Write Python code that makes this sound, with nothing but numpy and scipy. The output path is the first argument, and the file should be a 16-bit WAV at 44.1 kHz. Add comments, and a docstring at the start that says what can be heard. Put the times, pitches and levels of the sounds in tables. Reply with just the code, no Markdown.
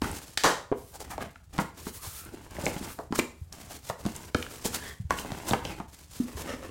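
"""In a small room, hands open a corrugated cardboard box close to the microphone.
The lid rips free in bursts of parting fibres; panels flex, knock and snap as damped resonances.
Palms and paper rub by stick-slip friction, fingertips squeak, smooth faces hiss past,
and a smaller inner box is bumped and juddered out over the rim.
The held box rumbles below, and diffuse reflections surround everything but that rumble."""
import sys
import numpy as np
from scipy import signal
from scipy.fft import rfft, irfft
from scipy.io import wavfile
from scipy.ndimage import uniform_filter1d, map_coordinates

SR = 44100
rng = np.random.default_rng(int(sys.argv[2]) if len(sys.argv) > 2 else 0)


def generate_wav(signal):
    """Clip the signal to [-1, 1] and save it as 16-bit WAV at the path in sys.argv[1]."""
    frames = np.transpose(np.atleast_2d(signal))
    scaled = np.clip(frames, -1, 1) * 32767
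    pcm = np.round(scaled).astype(np.int16)
    wavfile.write(sys.argv[1], SR, pcm)


N = 295470
T = np.arange(N) / SR  # time in seconds


def undb(db):
    """Logarithmic level: decibels to amplitude gain."""
    return 10 ** (np.asarray(db) / 20)


def unit(x):
    """Normalization: scale to rms 1."""
    return x / np.sqrt(np.mean(x ** 2))


def together(gains):
    """Incoherent addition: unrelated movements add in power."""
    return np.sqrt(sum(g ** 2 for g in gains))


def add(out, s, x):
    """Superposition: mix x into out from s seconds on."""
    i = int(s * SR)
    out[i:i + len(x)] += x[:N - i]


def colour(x, points):
    """Spectral shaping: filter x by (Hz, relative dB) points, then scale to rms 1."""
    hz, db = np.transpose(points)
    f = np.maximum(np.fft.rfftfreq(len(x), 1 / SR), 1)
    gain = undb(np.interp(np.log(f), np.log(hz), db))
    return unit(irfft(rfft(x) * gain, len(x)))


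def band(x, hz, width):
    """Simple resonance: a second-order peak with gain 1 at its centre."""
    hz = min(hz, SR * .45)
    b, a = signal.iirpeak(hz, hz / min(width, SR / 4), fs=SR)
    return signal.lfilter(b, a, x)


def ring(x, modes):
    """Modal superposition: x drives parallel resonances, each (Hz, width Hz, dB)."""
    return sum(undb(db) * band(x, hz, width) for hz, width, db in modes)


def dull(x, hz):
    """Contact smoothing: a broad, soft contact passes little above hz."""
    return signal.sosfilt(signal.butter(2, hz, fs=SR, output="sos"), x)


def walk(rate):
    """Random modulation: straight lines between about rate chance values a second, rms near 1."""
    k = int(SR / rate)
    steps = np.repeat(rng.standard_normal(N // k + 1), k)
    return unit(uniform_filter1d(steps, k))[:N]


def fibres(rate, spread_db):
    """Stick-slip: paper fibres catch and let go in about rate slips a second, a few larger."""
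    size = undb(spread_db * np.minimum(rng.exponential(size=N), 4))
    slipping = rng.random(N) < rate / SR
    return unit(slipping * size * rng.choice([-1, 1], N))


def fade(t, t60):
    """Exponential decay: free decay by 60 dB in t60."""
    return np.exp(-np.log(1000) * t / t60)


def gesture(start, rise, hold, t60):
    """Movement envelope: linear attack, hold and free decay, all in seconds."""
    t = T - start
    return np.clip(t / rise, 0, 1) * fade(np.maximum(t - rise - hold, 0), t60)


def swell(middle, half):
    """Stroke envelope: a short rise and fall with a broad top and quick edges."""
    return np.exp(-np.minimum(np.abs((T - middle) / half) ** 2.5, 20))


def snap(hz, q, crush_t60, crush):
    """Impact excitation: a contact and decaying crushing noise through a broad resonance; peak 1."""
    t = T[:SR // 10]
    push = crush * rng.standard_normal(len(t)) * fade(t, crush_t60)
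    push[0] += 1  # the contact itself
    x = band(band(push, hz, hz / q), hz, 2 * hz)
    return x / np.abs(x).max()


def flex(hz):
    """Damped bending: corrugated board is dead, so each mode lasts only a few cycles."""
    turns = hz * T[:SR // 5]
    modes = [(1, 1), (1.7, -.5)]  # frequency ratio, gain
    return sum(gain * np.sin(2 * np.pi * ratio * turns) * fade(ratio * turns, 8) for ratio, gain in modes)


# The lid tearing free: a first crack, a thin peel, the glue giving way, the main run.
# Each row: start in seconds, hold in seconds, die-away t60 in seconds, level in dB, treble tilt in dB.
LID_RIPS = [(0.374, 0.00074, 0.022, -18, 8.5), (0.382, 0.038, .05, -44.5, 12.5),
            (0.4361, 0.0017, 0.009, -19.5, 8), (0.4416, 0.012, 0.27, -16, 1)]
# Colour of the tearing fibres. Each row: frequency in Hz, relative level in dB.
TEAR_COLOUR = [(90, -17.5), (400, -3.5), (1000, -2.5), (1900, -10), (2500, -18), (6300, -19), (16000, -37)]
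# Resonances of the outer box. Each row: frequency in Hz, width in Hz, gain in dB.
OUTER_MODES = [(564, 8.7, 10.5), (980, 11, -14), (1415, 12, 2), (1850, 34, 5), (3880, 33, 0),
               (5740, 208, -12)]
RIP_RISE_S = 0.00037


def rip():
    """Fracture: glued fibres part in fast runs, bright at first, then shaking the whole lid."""
    run = fibres(rate=6000, spread_db=4.0)
    run = colour(run + undb(-4.5) * ring(run, OUTER_MODES), TEAR_COLOUR)
    low = signal.sosfiltfilt(signal.butter(2, 2200, fs=SR, output="sos"), run)
    high = run - low
    tear = np.zeros(N)
    for s, hold, t60, db, tilt_db in LID_RIPS:
        tilted = low * undb(-tilt_db) + high * undb(tilt_db)
        tear += gesture(s, RIP_RISE_S, hold, t60) * undb(db) * tilted
    return tear


# Blows on the panels. Each row: start in seconds, flex frequency in Hz, flex level in dB,
# slap frequency in Hz, slap level in dB before dulling, edge click level in dB.
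PANEL_BLOWS = [(0.0194, 246, -15.5, 1070, -21.5, -18.5), (0.716, 337, -12.5, 575, -25, -42),
               (0.724, 410, -9.5, 880, -21.5, -50), (1.18, 328, -31, 640, -22.5, -32),
               (1.581, 165, -26.5, 1250, -26, -22.5), (1.588, 187, -16, 1020, -14, -23),
               (1.868, 227, -24, 1170, -29.5, -34), (2.585, 195, -30, 550, -27, -47),
               (2.637, 153, -25, 520, -28, -37), (2.6652, 179, -24, 580, -18, -24),
               (2.763, 179, -26, 660, -32.5, -43), (2.989, 304, -26, 570, -25, -36.5),
               (3.1247, 242, -16, 942.5, -22.5, -27.5), (3.1893, 362, -10.5, 1010, -18.5, -20),
               (3.899, 116, -29.5, 796, -18, -26), (4.053, 160, -18.5, 900, -29.5, -29),
               (4.063, 198, -15, 670, -30, -23), (4.3465, 84, -22, 484, -18, -16),
               (4.655, 218, -17.5, 396, -26, -31), (5.107, 525, -15.5, 1060, -9.5, -15),
               (5.248, 193, -33.5, 600, -27, -39), (5.319, 130, -25.5, 680, -27, -24.5),
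               (5.511, 210, -16, 616, -20.5, -35), (5.534, 230, -15.5, 690, -9.5, -23),
               (5.651, 157, -31.5, 480, -29, -24.5), (5.801, 197, -26, 806, -25.5, -37)]


def knocks():
    """Impact: a blow flexes a panel, slaps its face and clicks its edge; returns flexing, contacts."""
    flexing, contacts = np.zeros(N), np.zeros(N)
    for s, flex_hz, flex_db, slap_hz, slap_db, click_db in PANEL_BLOWS:
        slap = dull(snap(slap_hz, q=2.15, crush_t60=0.069, crush=0.081), 2.7 * slap_hz)
        click = snap(hz=3650, q=0.9, crush_t60=0.0078, crush=0.18)
        add(flexing, s, undb(flex_db) * flex(flex_hz))
        add(contacts, s, undb(slap_db) * slap)
        add(contacts, s, undb(click_db) * click)
    return flexing, contacts


# Soft presses that only bend a panel.
# Each row: start in seconds, flex frequency in Hz, level in dB before the gradual onset.
PANEL_PRESSES = [(1.612, 177, -15.5), (2.069, 87, -29), (2.811, 217, -21), (3.106, 198, -20.5),
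                 (3.197, 249, -11.5), (3.413, 80.6, -24), (4.35, 242, -11), (4.999, 110, -20),
                 (5.047, 79.6, -20.5), (5.517, 106, -16.5), (6.348, 73.5, -26.5)]
PRESS_BUILD_CYCLES = 0.59  # time constant of the onset


def presses():
    """Gradual forcing: a soft push takes about a cycle to get the panel moving."""
    out = np.zeros(N)
    for s, hz, db in PANEL_PRESSES:
        onset = 1 - np.exp(-hz * T[:SR // 5] / PRESS_BUILD_CYCLES)
        add(out, s, undb(db) * flex(hz) * onset)
    return out


# Nails and creases snapping. Each row: start in seconds, pitch in Hz, peak level in dB.
CREASE_TICKS = [(0.115, 8700, -26), (0.376, 4100, -17), (1.358, 1410, -37), (2.25, 9500, -33.5),
                (2.567, 1640, -33), (2.6564, 6800, -19), (2.6656, 2330, -15.5), (2.765, 2630, -31),
                (3.19, 6800, -19), (3.1941, 2450, -13.5), (3.1958, 2200, -17.5), (3.526, 5700, -29),
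                (4.163, 8100, -26), (4.348, 1450, -13.5), (4.426, 2980, -21), (4.465, 1530, -28.5),
                (4.657, 7000, -18), (5.187, 2970, -25), (5.509, 3560, -22.5), (5.535, 2900, -17),
                (5.652, 2900, -23.5)]


def ticks():
    """Impulse response: small dry snaps of nails and creases, each with a short ring."""
    out = np.zeros(N)
    for s, hz, db in CREASE_TICKS:
        add(out, s, undb(db) * snap(hz, q=4.5, crush_t60=.014, crush=.4))
    return out


# Palms and flaps rubbing, one row a movement. Each row: start in seconds, speeding up in seconds,
# steady motion in seconds, board drive in dB, surface hiss drive in dB.
RUB_MOVES = [(0.014, 0.0044, 0.11, -38.5, -47.5), (0.211, 0.0067, 0.098, -60, -51),
             (0.93, 0.25, 0.087, -46.5, -59.5), (1.525, 0.012, 0.088, -46.5, -53),
             (1.732, 0.11, 0.04, -48.5, -48), (2.18, 0.092, 0.46, -50.5, -57),
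             (2.499, 0.063, 0.32, -45.5, -50), (3.107, 0.065, 0.024, -45, -46.5),
             (3.521, 0.0037, 0.24, -54.5, -53), (3.95, 0.092, 0.22, -49.5, -53),
             (4.347, 0.02, 0.44, -49.5, -49.5), (4.64, 0.025, 0.1, -46.5, -51),
             (4.77, 0.11, 0.015, -50.5, -49), (5.095, 0.0075, 0.085, -40.5, -47),
             (5.25, 0.01, 0.29, -44.5, -51.5), (5.48, 0.022, 0.25, -44, -52),
             (5.876, 0.011, 0.15, -72, -59), (6.072, 0.078, 0.017, -81, -46), (6.19, 0.024, 0.16, -50, -52),
             (6.35, 0.026, 0.3, -46.5, -56.5)]
RUB_STOP_T60_S = 0.33  # a movement coasts to rest


def hand_work():
    """Frictional drive: how strongly the moving hands drive the board, and how strongly its surface."""
    board, hiss = [], []
    for s, rise, hold, board_db, hiss_db in RUB_MOVES:
        move = gesture(s, rise, hold, RUB_STOP_T60_S)
        board.append(move * undb(board_db))
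        hiss.append(move * undb(hiss_db))
    return together(board), together(hiss)


def under_hand(x):
    """Comb filtering: sound bounces between palm and board; the changing gap moves its bands."""
    lag = .0016 * np.exp(.14 * walk(5))  # seconds
    bounce = .38
    echoes = sum((-bounce) ** k * np.interp(T - k * lag, T, x) for k in range(3))
    return echoes * np.sqrt(1 - bounce ** 2)


# Short strokes of fingers and flap edges. Each row: middle in seconds, half length in seconds,
# rasp frequency in Hz, rasp drive in dB, hiss drive in dB.
STROKES = [(0.052, 0.015, 1350, -39.5, -55), (0.166, 0.024, 334, -59, -44),
           (0.952, 0.017, 660, -45.5, -44.5), (1.016, 0.016, 543, -42.5, -44.5),
           (1.048, 0.0061, 1020, -46, -50), (1.124, 0.025, 900, -40, -45), (1.221, 0.012, 1040, -44, -52),
           (1.611, 0.011, 600, -28, -43.5), (1.882, 0.015, 420, -43.5, -50),
           (2.058, 0.022, 1080, -48, -41.5), (2.339, 0.016, 302, -43.5, -57.5),
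           (2.669, 0.029, 486, -35, -44.5), (2.848, 0.013, 890, -44.5, -49.5),
           (3.011, 0.024, 536, -39.5, -58.5), (3.156, 0.0073, 1260, -39, -35),
           (3.19, 0.0077, 1240, -38, -30.5), (3.716, 0.015, 680, -46.5, -52.5),
           (3.882, 0.037, 850, -67, -43.5), (4.006, 0.012, 500, -44.5, -51.5),
           (4.662, 0.015, 405, -31.5, -28.5), (4.751, 0.018, 1310, -47, -35),
           (5.197, 0.022, 764, -57, -41.5), (5.499, 0.025, 655, -34.5, -38),
           (6.405, 0.024, 670, -49, -44.5)]
# Colour of the rasping board. Each row: frequency in Hz, relative level in dB.
BOARD_COLOUR = [(100, 1.5), (260, 1.5), (750, -2.5), (2800, -13), (16000, -59)]
# Colour of the hissing surface. Each row: frequency in Hz, relative level in dB.
HISS_COLOUR = [(500, 8), (2000, 3.5), (7500, 7), (16000, -1.5)]
REST_BOARD_DB, REST_HISS_DB = -69.5, -69.5  # drive from hands lying on the box, never quite still


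def rubbing(board, hiss):
    """Stick-slip friction: the surface hisses and the board below it rasps in separate grains."""
    board = together([board, undb(REST_BOARD_DB)])
    hiss = together([hiss, undb(REST_HISS_DB)])
    grains = fibres(rate=1100, spread_db=3.9)
    grip = walk(40)  # pressure comes and goes under the moving hand
    rasp = board * colour(grains, BOARD_COLOUR) * undb(2.53 * grip)
    slips = fibres(rate=1100, spread_db=4)
    for s, half, hz, rasp_db, hiss_db in STROKES:
        # a stroke wakes two broad resonances of the patch that it crosses
        stroke = swell(s, half)
        pair = band(slips, hz, hz / 3) - band(slips, 2.46 * hz, hz / 2) / 3
        patch = band(pair, hz, 3 * hz)
        rasp = rasp + undb(rasp_db) * stroke * unit(patch)
        hiss = hiss + undb(hiss_db) * stroke
    # the stroke slips also tick in the treble
    fizz = colour(fibres(rate=14000, spread_db=0.5) + 0.66 * slips, HISS_COLOUR)
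    return under_hand(rasp) + hiss * fizz * undb(2 * grip + 2 * walk(130))


# Smooth faces of lid and flaps gliding past the microphone. Each row: start in seconds,
# speeding up in seconds, steady motion in seconds, level in dB before the unevenness.
FACE_GLIDES = [(0.735, 0.04, 0.15, -57), (1.775, 0.2, 0.22, -43), (2.85, 0.04, 0.035, -47),
               (3.33, 0.07, 0.04, -66)]
# Colour of the airy hiss. Each row: frequency in Hz, relative level in dB.
AIR_COLOUR = [(3000, -3.5), (9000, 1.5), (13000, 1), (16000, -3)]
GLIDE_STOP_T60_S = 0.26


def glide():
    """Fine-grained friction: smooth liner paper barely catches, an uneven airy hiss without rasp."""
    speed = together(gesture(s, rise, hold, GLIDE_STOP_T60_S) * undb(db) for s, rise, hold, db in FACE_GLIDES)
    return colour(fibres(rate=9000, spread_db=1.0), AIR_COLOUR) * speed * undb(walk(70))


DIPS_S, DIP_HALF_S, DIP_DB = [1.92, 2], 0.02, -8.5  # middles, half length, depth


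def dips():
    """Gain reduction: the rubbing and gliding briefly drop in level, twice."""
    return undb(DIP_DB * sum(swell(s, DIP_HALF_S) for s in DIPS_S))


# Fingertips dragging along the board with a breathy squeak. Each row: start in seconds, speeding up
# in seconds, steady motion in seconds, starting pitch in Hz, glide in octaves per second, level in dB.
FINGER_DRAGS = [(1.93, 0.092, 0.26, 1090, 1, -56.5), (2.878, 0.015, 0.0095, 1255, 1.3, -46.5),
                (4.739, .13, 0.044, 1610, 1, -46), (5.652, 0.0027, 0.08, 3200, -4.5, -47.5)]
# Bands of the squeak. Each row: ratio to the pitch, gain in dB.
SQUEAK_MODES = [(1, 2), (1.82, -6.5), (2.6, -16)]
DRAG_Q, DRAG_WOBBLE_OCT, DRAG_STOP_T60_S = 8.5, .035, 0.17


def drags():
    """Driven resonance: a fingertip sings in rough wavering bands that glide up or down at a set rate."""
    out = np.zeros(N)
    for s, rise, hold, hz, oct_per_s, db in FINGER_DRAGS:
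        friction = fibres(rate=3000, spread_db=3)
        modes = [(hz * ratio, hz / DRAG_Q, mode_db) for ratio, mode_db in SQUEAK_MODES]
        voice = unit(ring(friction, modes))
        octaves = oct_per_s * np.clip(T - s, 0, rise + hold) + DRAG_WOBBLE_OCT * walk(30)
        # reading the voice faster or slower bends its pitch
        bent = map_coordinates(voice, [np.cumsum(2 ** octaves)], mode="mirror")
        out += bent * gesture(s, rise, hold, DRAG_STOP_T60_S) * undb(db)
    return out


def inner_bump():
    """Modal excitation: a soft bump rings one low mode of the inner box."""
    out, t = np.zeros(N), T[:SR // 3]
    envelope = fade(t, 0.074) - fade(t, 0.014)
    add(out, 6.2005, undb(-11.5) * np.sin(2 * np.pi * 246 * t) * envelope)
    return out


# The inner box dragging over the rim. Each row: start in seconds, speeding up in seconds,
# steady motion in seconds, level in dB.
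RIM_SLIDES = [(6.39, 0.024, 0.026, -46.5), (6.467, 0.017, 0.035, -33.5), (6.616, 0.014, 0.028, -45)]
# Resonances of the inner box. Each row: frequency in Hz, width in Hz, gain in dB.
INNER_MODES = [(256.5, 11, 4), (527, 41, -3), (1246, 155, -13), (1780, 130, -15.5), (2660, 70, -22),
               (5160, 210, -26.5)]
SLIDE_STOP_T60_S = 0.25


def inner_slide():
    """Stick-slip into modes: the inner box's underside judders over the rim in a few coarse pulls."""
    pull = together(gesture(s, rise, hold, SLIDE_STOP_T60_S) * undb(db) for s, rise, hold, db in RIM_SLIDES)
    judder = fibres(rate=1100, spread_db=1.5) * undb(walk(90))
    return unit(ring(judder, INNER_MODES)) * pull


# Colour of the panel rumble. Each row: frequency in Hz, relative level in dB.
RUMBLE_COLOUR = [(20, -13.5), (70, 7.5), (180, -6.5), (800, -71)]
SWAY_REST_DB, SWAY_PUSH_DB = -54, -3  # drive from the held box, and share of the rubbing drive


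def sway(board):
    """Forced vibration: soft pushes make the big panels rumble, more so the harder the hands rub."""
    pushes = fibres(rate=300, spread_db=2)
    drive = together([undb(SWAY_REST_DB), undb(SWAY_PUSH_DB) * board])
    return colour(pushes, RUMBLE_COLOUR) * drive * undb(walk(60))


# Reverberation of the small room. Each row: frequency in Hz, t60 in seconds.
ROOM_DECAY = [(200, 0.35), (4000, 0.37), (14000, 0.29)]


def room(x):
    """Reverberation: diffuse reflections, about octave by octave, through a tail of unit energy."""
    t, (hz, t60) = T[:SR // 2], np.transpose(ROOM_DECAY)
    tail = np.zeros(len(t))
    for f in np.geomspace(60, 15000, 9):
        decay = fade(t, np.interp(np.log(f), np.log(hz), t60))
        tail += band(rng.standard_normal(len(t)), f, f / 2) * decay
    tail *= np.clip((t - .003) / 0.006, 0, 1)  # reflections begin after 3 ms
    return signal.fftconvolve(x, tail / np.sqrt(np.sum(tail ** 2)))[:N]


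def scene():
    """Direct and reverberant sound: all near sources plus the room, which the tear feeds the most."""
    tear, (flexing, contacts), (board, hiss) = rip(), knocks(), hand_work()
    thuds = flexing + presses() + inner_bump()
    snaps = ticks()
    rustle = (rubbing(board, hiss) + glide()) * dips()
    handling = rustle + drags() + inner_slide()
    far = undb(-7) * tear + undb(-8.5) * contacts + undb(-11.0) * snaps
    far = far + undb(-10.5) * thuds + undb(-11.5) * handling
    near = tear + thuds + contacts + snaps + handling + sway(board)
    return (near + room(far))[None]


TOP_HZ = 16100


def record(dry):
    """Saturation and band limiting: the recorder rounds the loudest peaks and cuts the top."""
    ceiling = .7
    rounded = ceiling * np.tanh(dry / ceiling)
    return signal.sosfilt(signal.ellip(8, .2, 70, TOP_HZ, fs=SR, output="sos"), rounded)


dry = scene()
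out = record(dry)
generate_wav(out)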